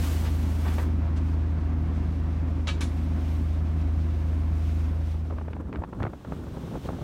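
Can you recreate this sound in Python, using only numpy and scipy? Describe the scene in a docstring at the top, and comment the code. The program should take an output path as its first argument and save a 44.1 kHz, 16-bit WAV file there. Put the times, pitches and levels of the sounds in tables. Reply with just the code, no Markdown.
"""A six-cylinder diesel drones at its firing rate, heard in the wheelhouse of a motor cruiser under way.
The propeller throbs at its blade rate and the hull rumbles. The sliding roof hisses and scuffs by
friction on its seal, later its catch clacks twice, and the rush of sea and air comes in from above.
The drone then fades into the open foredeck, where turbulent gusts buffet the microphone over the
hiss of the bow wave."""
import sys
import numpy as np
from scipy import signal
from scipy.fft import rfft, irfft, next_fast_len
from scipy.io import wavfile

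SR = 44100
rng = np.random.default_rng(int(sys.argv[2]) if len(sys.argv) > 2 else 0)


def transcribe(signal):
    """Save signal, clipped to [-1, 1], as a 16-bit WAV file at the path in sys.argv[1]."""
    frames = np.atleast_2d(signal).T
    limited = np.clip(frames, -1, 1)
    pcm = np.round(limited * 32767).astype(np.int16)
    wavfile.write(sys.argv[1], SR, pcm)


N = 310023
TIME = np.arange(N) / SR


# Weaker lines of the engine. Each row: multiple of the four-stroke cycle rate, level in dB.
ENGINE_ORDERS = [(9, -48), (12, -42.5), (15, -57), (16, -55), (18, -50.5), (21, -48), (24, -55), (26, -58),
                 (27, -67), (42, -66.5), (52, -63), (54, -64.5)]
FIRING_HZ = 79.422

def diesel():
    """Periodic excitation: six firings a cycle drone; unequal cylinders add lines between harmonics."""
    cycle_hz = FIRING_HZ / 6
    firing = from_db(-25 - 2 * in_roof_opening()) * tone(FIRING_HZ, wobble=.05, flutter_db=.15)
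    lines = sum(from_db(db) * tone(order * cycle_hz, wobble=.12, flutter_db=2.15)
                for order, db in ENGINE_ORDERS)
    return firing + lines


def propeller(blade_hz=53.98):
    """Blade-rate tone: each passing blade gives one swing of pressure, heard as a throb."""
    return from_db(-35.5) * tone(blade_hz, wobble=.13, flutter_db=1.2)


# Spectrum of the hull's rumble. Each row: frequency in Hz, relative density in dB.
HULL_SPECTRUM = [(12, -19.5), (22, -10), (35, -26), (48, -4.5), (66, 1), (140, -0.5), (200, -1.5), (260, 1),
                 (310, -7), (380, -12.5), (480, -34.5), (900, -24)]

def hull_rumble():
    """Forced vibration: each firing shakes the hull and modulates the amplitude of its rumble."""
    shake = 1 + .24 * np.cos(2 * np.pi * FIRING_HZ * TIME)
    # the rumble recedes as the microphone rises, but swells in the roof opening
    level_db = -34.5 - .9 * TIME + .66 * in_roof_opening() + .5 * drift(8)
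    return from_db(level_db) * shake * noise(HULL_SPECTRUM)


# Spectrum of the hiss at the roof seal. Each row: frequency in Hz, relative density in dB.
SEAL_SPECTRUM = [(400, 12), (1000, 8.5), (2000, 5), (3600, 2.5), (4800, 0.5), (7000, -0.5), (9500, -2),
                 (10400, -5.5), (11500, -2.5), (15500, -5)]
# Shoves that speed the roof up. Each row: centre in seconds, rise in dB, half length in seconds.
ROOF_SHOVES = [(.04, 16.5, 0.25), (.79, 9.5, 0.17)]
# Scuffs of the seal. Each row: peak time in seconds, level in dB, length in seconds, brightness in Hz.
SEAL_SCUFFS = [(.03, -46, 0.0058, 6000), (.262, -42, 0.021, 5230), (.66, -36, 0.011, 1700),
               (.683, -37, 0.0041, 4500), (.715, -45.5, 0.022, 3530), (.785, -31, 0.0037, 2250),
               (.797, -34.5, 0.0049, 1980), (.822, -43, 0.018, 1600), (1.172, -48, 0.011, 9000),
               (1.96, -57.5, 0.028, 9000)]

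def roof_slide(stop_s=.82, brake_db_per_s=232):
    """Sliding friction: the seal hisses louder as the roof runs faster, and scuffs where it catches."""
    slide_db = -58 + swells(ROOF_SHOVES) - brake_db_per_s * np.maximum(TIME - stop_s, 0)
    hiss = from_db(slide_db + 1.2 * drift(30)) * noise(SEAL_SPECTRUM)
    return hiss + bursts(SEAL_SCUFFS, low_hz=300, body_hz=1230)


# Contacts of the catch. Each row: start in seconds, panel and frame levels in dB, brightness in Hz.
CATCH_CONTACTS = [(2.672, -31, -43.5, 5540), (2.679, -38, -43, 5800), (2.686, -36.5, -36, 4230),
                  (2.808, -34.5, -53, 10900), (2.812, -33, -58, 3020), (2.819, -42, -56, 11000)]
# Modes of the roof frame. Each row: frequency in Hz, relative level in dB, 60 dB decay time in seconds.
FRAME_MODES = [(554, -9, .14), (1254, 2, .16), (1669, -5, .18), (2305, 0, .16), (2550, -2, .16),
               (2756, 0, .14), (3010, -3, .13), (3184, -1, .14), (3460, -2, .13), (3714, -1, .14),
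               (3824, 0, .15), (3935, -4, .15), (4344, -8, .15), (5464, -10, .13), (6035, -8, .14)]
# Spectrum of the roof panel's dense modes. Each row: frequency in Hz, relative density in dB.
PANEL_SPECTRUM = [(200, -16), (650, 5), (1300, 3), (2000, 1.5), (2800, 0), (3800, 3), (4800, -2.5),
                  (7000, -2), (9000, -8), (10500, -5.5), (12500, -20), (15500, -9)]

def roof_catch(low_t60=.11, high_t60=.22, split_hz=3500):
    """Impact excitation: each contact sets the damped modes of the metal frame and the panel ringing."""
    t, out = TIME[:SR // 2], np.zeros(N)
    panel_noise = noise(PANEL_SPECTRUM)
    low = cut(panel_noise, split_hz, "low", order=1)
    high = panel_noise - low
    for k, (s, panel_db, frame_db, bright_hz) in enumerate(CATCH_CONTACTS):
        frame = 0
        for hz, db, t60 in FRAME_MODES:
            # the frame is held differently at each contact, which detunes its modes a little
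            detuned = hz * (1 + .005 * rng.standard_normal())
            frame += rng.choice([-1, 1]) * from_db(db - 60 * t / t60) * np.sin(2 * np.pi * detuned * t)
        stretch = slice(k * len(t), (k + 1) * len(t))
        panel = low[stretch] * from_db(-60 * t / low_t60) + high[stretch] * from_db(-60 * t / high_t60)
        clack = from_db(frame_db) * frame + from_db(panel_db) * panel
        start = round(s * SR)
        out[start:start + len(t)] += cut(clack, bright_hz, "low")
    return out


# Gusts and lulls. Each row: centre in seconds, change in dB, half length in seconds.
WIND_GUSTS = [(5.72, 1.5, 0.12), (5.91, -5.5, 0.033), (6.04, 6.5, 0.017), (6.21, -10, 0.05),
              (6.35, 2, 0.024), (6.62, 0.5, .04), (6.75, 6, 0.025), (6.81, -4, 0.034), (7.02, 4, 0.018)]
# Spectrum of the wind's buffeting. Each row: frequency in Hz, relative density in dB.
BUFFET_SPECTRUM = [(12, -34), (30, -17), (60, 5.5), (140, -1), (290, -4), (450, -13), (800, -25.5),
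                   (1500, -29.5), (4000, -86)]

def wind_buffet():
    """Turbulence: wind presses on the microphone in lumps, and the strongest tear into finer eddies."""
    wind_db = -37 + swells(WIND_GUSTS)
    lumps = np.minimum(drift(53), 2)
    buffet = from_db(wind_db + 2.2 * lumps) * noise(BUFFET_SPECTRUM)
    fine_turbulence = rms_one(cut(noise(CHURN_SPECTRUM), 490, "high"))
    return buffet + from_db(wind_db - 22 + 6.5 * lumps) * fine_turbulence


# The strongest eddies. Each row: peak time in seconds, level in dB, brightness in Hz.
STRONG_EDDIES = [(5.309, -36, 1100), (5.325, -36.5, 700), (5.385, -36.5, 1300), (5.414, -38.5, 1200),
                 (5.483, -35.5, 1300), (5.533, -36, 2040), (5.567, -41, 1300), (5.603, -42, 1000),
                 (5.729, -33, 2600), (5.749, -37.5, 1400), (5.759, -33, 2100), (5.822, -36, 1000),
                 (5.838, -29.5, 1330), (5.931, -35.5, 1170), (6.004, -32.5, 1200), (6.025, -29, 1300),
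                 (6.031, -31.5, 3800), (6.038, -26, 1380), (6.053, -31, 1340), (6.068, -29.5, 1330),
                 (6.135, -37.5, 1240), (6.25, -38, 1390), (6.323, -29.5, 1080), (6.573, -36, 910),
                 (6.716, -39, 700), (6.756, -33, 814), (6.856, -38, 696), (6.89, -23.5, 795),
                 (6.933, -37.5, 950), (6.989, -37, 850)]

def eddies(weak_start_s=4.6, weak_per_s=20, cycles=3.5):
    """Eddies burst on the microphone as pressure pulses; the bright or strong ones are over sooner."""
    # each strong eddy is trailed by a weaker fragment
    lags_s = .01 * (.5 + rng.random(len(STRONG_EDDIES)))
    fragments = [(s + lag, db - 10.5, hz) for (s, db, hz), lag in zip(STRONG_EDDIES, lags_s)]
    # weak eddies come at random, their level following the gusts
    gust_db, weak = swells(WIND_GUSTS), []
    for k, (jitter, size, pitch) in enumerate(rng.random((100, 3))):
        s = weak_start_s + (k + jitter) / weak_per_s
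        if s < TIME[-1]:
            db = -47.5 + 1.4 * np.interp(s, TIME, gust_db) + 7 * (size - .5)
            weak.append((s, db, 900 * 2 ** (pitch - .5)))
    rows = []
    for s, db, hz in list(STRONG_EDDIES) + fragments + weak:
        shortening = from_db(-.61 * max(db + 35, 0))
        rows.append((s, db, cycles / hz * shortening, hz))
    return bursts(rows, low_hz=227, body_hz=735)


# Large eddies. Each row: centre in seconds, peak level in dB, frequency in Hz.
LARGE_EDDIES = [(5.796, -22.5, 70.4), (6.01, -23.5, 85), (6.046, -24.5, 111), (6.075, -23.5, 108),
                (6.893, -25.5, 82.5)]

def eddy_pushes():
    """Convected pressure: a large eddy carried past the microphone gives about one low swing."""
    out = np.zeros(N)
    for s, db, hz in LARGE_EDDIES:
        turns = np.clip(hz * (TIME - s), -5, 5)
        out += from_db(db) * np.cos(2 * np.pi * turns) * np.exp(-(1.3 * turns) ** 2)
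    return out


# Spectrum of churning water and fine wind turbulence. Each row: frequency in Hz, relative density in dB.
CHURN_SPECTRUM = [(150, 16.5), (300, 5.5), (650, -6.5), (1100, -8.5), (2000, -23.5), (4000, -39),
                  (9000, -38.5)]
# Spectrum of the bow spray. Each row: frequency in Hz, relative density in dB.
SPRAY_SPECTRUM = [(1000, 7), (2200, 3.5), (3500, 4.5), (4700, -2), (5800, -2), (7500, -6), (9500, -7),
                  (10400, -16), (11500, -10), (15500, -11)]
# Splashes thrown by the bow. Each row: centre in seconds, rise in dB, half length in seconds.
BOW_SPLASHES = [(6.02, 2, .03), (6.33, 2.5, 0.032), (6.86, 4.5, .02)]

def bow_wave(full_s=6.66, rise_db_per_s=15):
    """Wave breaking: water churns and spray hisses as broadband noise that builds up, then holds."""
    spray_db = -56 - rise_db_per_s * np.maximum(full_s - TIME, 0) + swells(BOW_SPLASHES)
    spray = from_db(spray_db) * noise(SPRAY_SPECTRUM)
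    churn = from_db(spray_db / 2 - 15.5 + 4.9 * drift(24)) * noise(CHURN_SPECTRUM)
    return spray + churn


# Spectrum of the sea's wash. Each row: frequency in Hz, relative density in dB.
WASH_SPECTRUM = [(250, 6), (450, 1.5), (620, 2), (850, -3), (1050, -3), (1400, -7), (2000, -11.5),
                 (3300, -22), (5000, -31), (9000, -52.5)]

def sea_wash():
    """Incoherent sources: the sea's many splashes merge into one wavering noise, slowly receding."""
    return from_db(-45 - .45 * TIME + 1.15 * drift(9.3)) * noise(WASH_SPECTRUM)


# Spectrum of the air stream. Each row: frequency in Hz, relative density in dB.
AIR_SPECTRUM = [(1000, -11), (2200, 9), (3500, 4.5), (4700, 0), (5800, 0), (7500, -7.5), (9500, -8),
                (10400, -16), (11500, -13.5), (15500, -24)]
# Swells of mid-range hiss: first from the sliding roof, later from air rushing over it.
# Each row: centre in seconds, rise in dB, half length in seconds.
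HISS_SWELLS = [(.52, 7.5, 0.26), (1.3, 3, .06), (2.97, 3.5, .08), (3.32, 4.5, 0.12), (4.25, 1, 0.073),
               (4.7, 2.5, 0.11), (5.1, 2.5, 0.045)]

def overhead_hiss(equal_db=-55.5):
    """Friction and flow noise: a growing hiss swells with the sliding roof, later with passing air."""
    hiss_db = -64.5 + .91 * TIME + swells(HISS_SWELLS)
    hiss = from_db(hiss_db + 1.4 * drift(16)) * noise(AIR_SPECTRUM)
    # the hiss at the roof edge grows twice as fast in dB
    edge = from_db(2 * hiss_db - equal_db) * noise(SEAL_SPECTRUM)
    return hiss + edge


def reflections(x, echo_db):
    """Early reflections: nearby windows and headlining return six echoes; the overall level is kept."""
    out = x.copy()
    for lag in (rng.uniform(.002, .012, 6) * SR).astype(int):
        out[lag:] += from_db(echo_db) * rng.choice([-1, 1]) * x[:-lag]
    return out * np.std(x) / np.std(out)


def in_roof_opening(centre_s=2.46, half_s=.92):
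    """A flat-topped window: 1 while the microphone passes through the roof opening, 0 far from it."""
    return np.exp(-((TIME - centre_s) / half_s) ** 4)


def tone(hz, wobble, flutter_db):
    """Random modulation: a sine wavers in phase (wobble, radians) and in level as the hull works."""
    phase = 2 * np.pi * (hz * TIME + rng.random()) + wobble * drift(2.2)
    return np.sqrt(2) * np.sin(phase) * from_db(flutter_db * drift(8))


def bursts(rows, low_hz, body_hz):
    """Noise transients: each has its own length and brightness, and rises faster than it falls."""
    out = np.zeros(N)
    for s, db, length_s, bright_hz in rows:
        near = np.abs(TIME - s) < .1
        t = (TIME[near] - s) / length_s
        swell = np.exp(-.5 * (t * np.where(t < 0, 1.4, .85)) ** 2)
        grain = cut(rng.standard_normal(len(t)), body_hz, "low", order=1)
        grain = cut(grain, bright_hz, "low", order=3)
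        # the pressure swings saturate, which frays the top of each burst
        burst = swell * np.tanh(.57 * rms_one(cut(grain, low_hz, "high")))
        out[near] += from_db(db) * burst * np.sqrt(np.sum(swell ** 2) / np.sum(burst ** 2))
    return out


def swells(rows):
    """Gaussian rises and falls of level, summed in dB."""
    return sum(db * np.exp(-.5 * ((TIME - s) / half_s) ** 2) for s, db, half_s in rows)


def noise(spectrum):
    """Spectral shaping: white noise takes a given colour and rolls off beyond its ends; rms 1."""
    size = next_fast_len(N, real=True)
    hz, db = np.transpose(spectrum)
    f = np.maximum(np.arange(size // 2 + 1) * SR / size, 1)
    roll_off = np.minimum(f / hz[0], 1) ** 2 * np.minimum(hz[-1] / f, 1) ** 2
    colour = from_db(np.interp(np.log(f), np.log(hz), db))
    return rms_one(irfft(rfft(rng.standard_normal(size)) * roll_off * colour, size)[:N])


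def drift(rate_hz):
    """Slow random fluctuation: noise low-passed at rate_hz; rms 1."""
    f = np.arange(4097) / 8
    slow = irfft(rfft(rng.standard_normal(8192)) / (1 + (f / rate_hz) ** 2))
    return rms_one(np.interp(TIME, np.arange(8192) / 1024, slow))


def cut(x, hz, kind, order=2):
    """Low- or high-pass filter."""
    return signal.sosfilt(signal.butter(order, min(hz, SR / 2 - 1000), kind, fs=SR, output="sos"), x)


def from_db(db):
    """Amplitude ratio of a level in dB."""
    return 10 ** (np.asarray(db) / 20)


def rms_one(x):
    """Normalisation to unit rms."""
    return x / np.sqrt(np.mean(x ** 2) + 1e-20)


def scene(fade_start_s=4.845, fade_s=1):
    """Superposition: the sources add, and the wheelhouse crossfades into the open foredeck."""
    outside = np.clip((TIME - fade_start_s) / fade_s, 0, 1)
    roof = reflections(roof_slide() + roof_catch(), echo_db=-14.5)
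    wheelhouse = diesel() + propeller() + hull_rumble()
    wheelhouse += reflections(sea_wash() + overhead_hiss(), echo_db=-20)
    foredeck = outside * (wind_buffet() + bow_wave()) + from_db(.8) * eddies() + eddy_pushes()
    return ((1 - outside) * wheelhouse + roof + foredeck)[None, :]


def record(dry, cutoff_hz=15750):
    """Band limiting: a steep low-pass removes the highest treble."""
    return signal.sosfilt(signal.ellip(10, .1, 80, cutoff_hz, fs=SR, output="sos"), dry)


dry = scene()
out = record(dry)
transcribe(out)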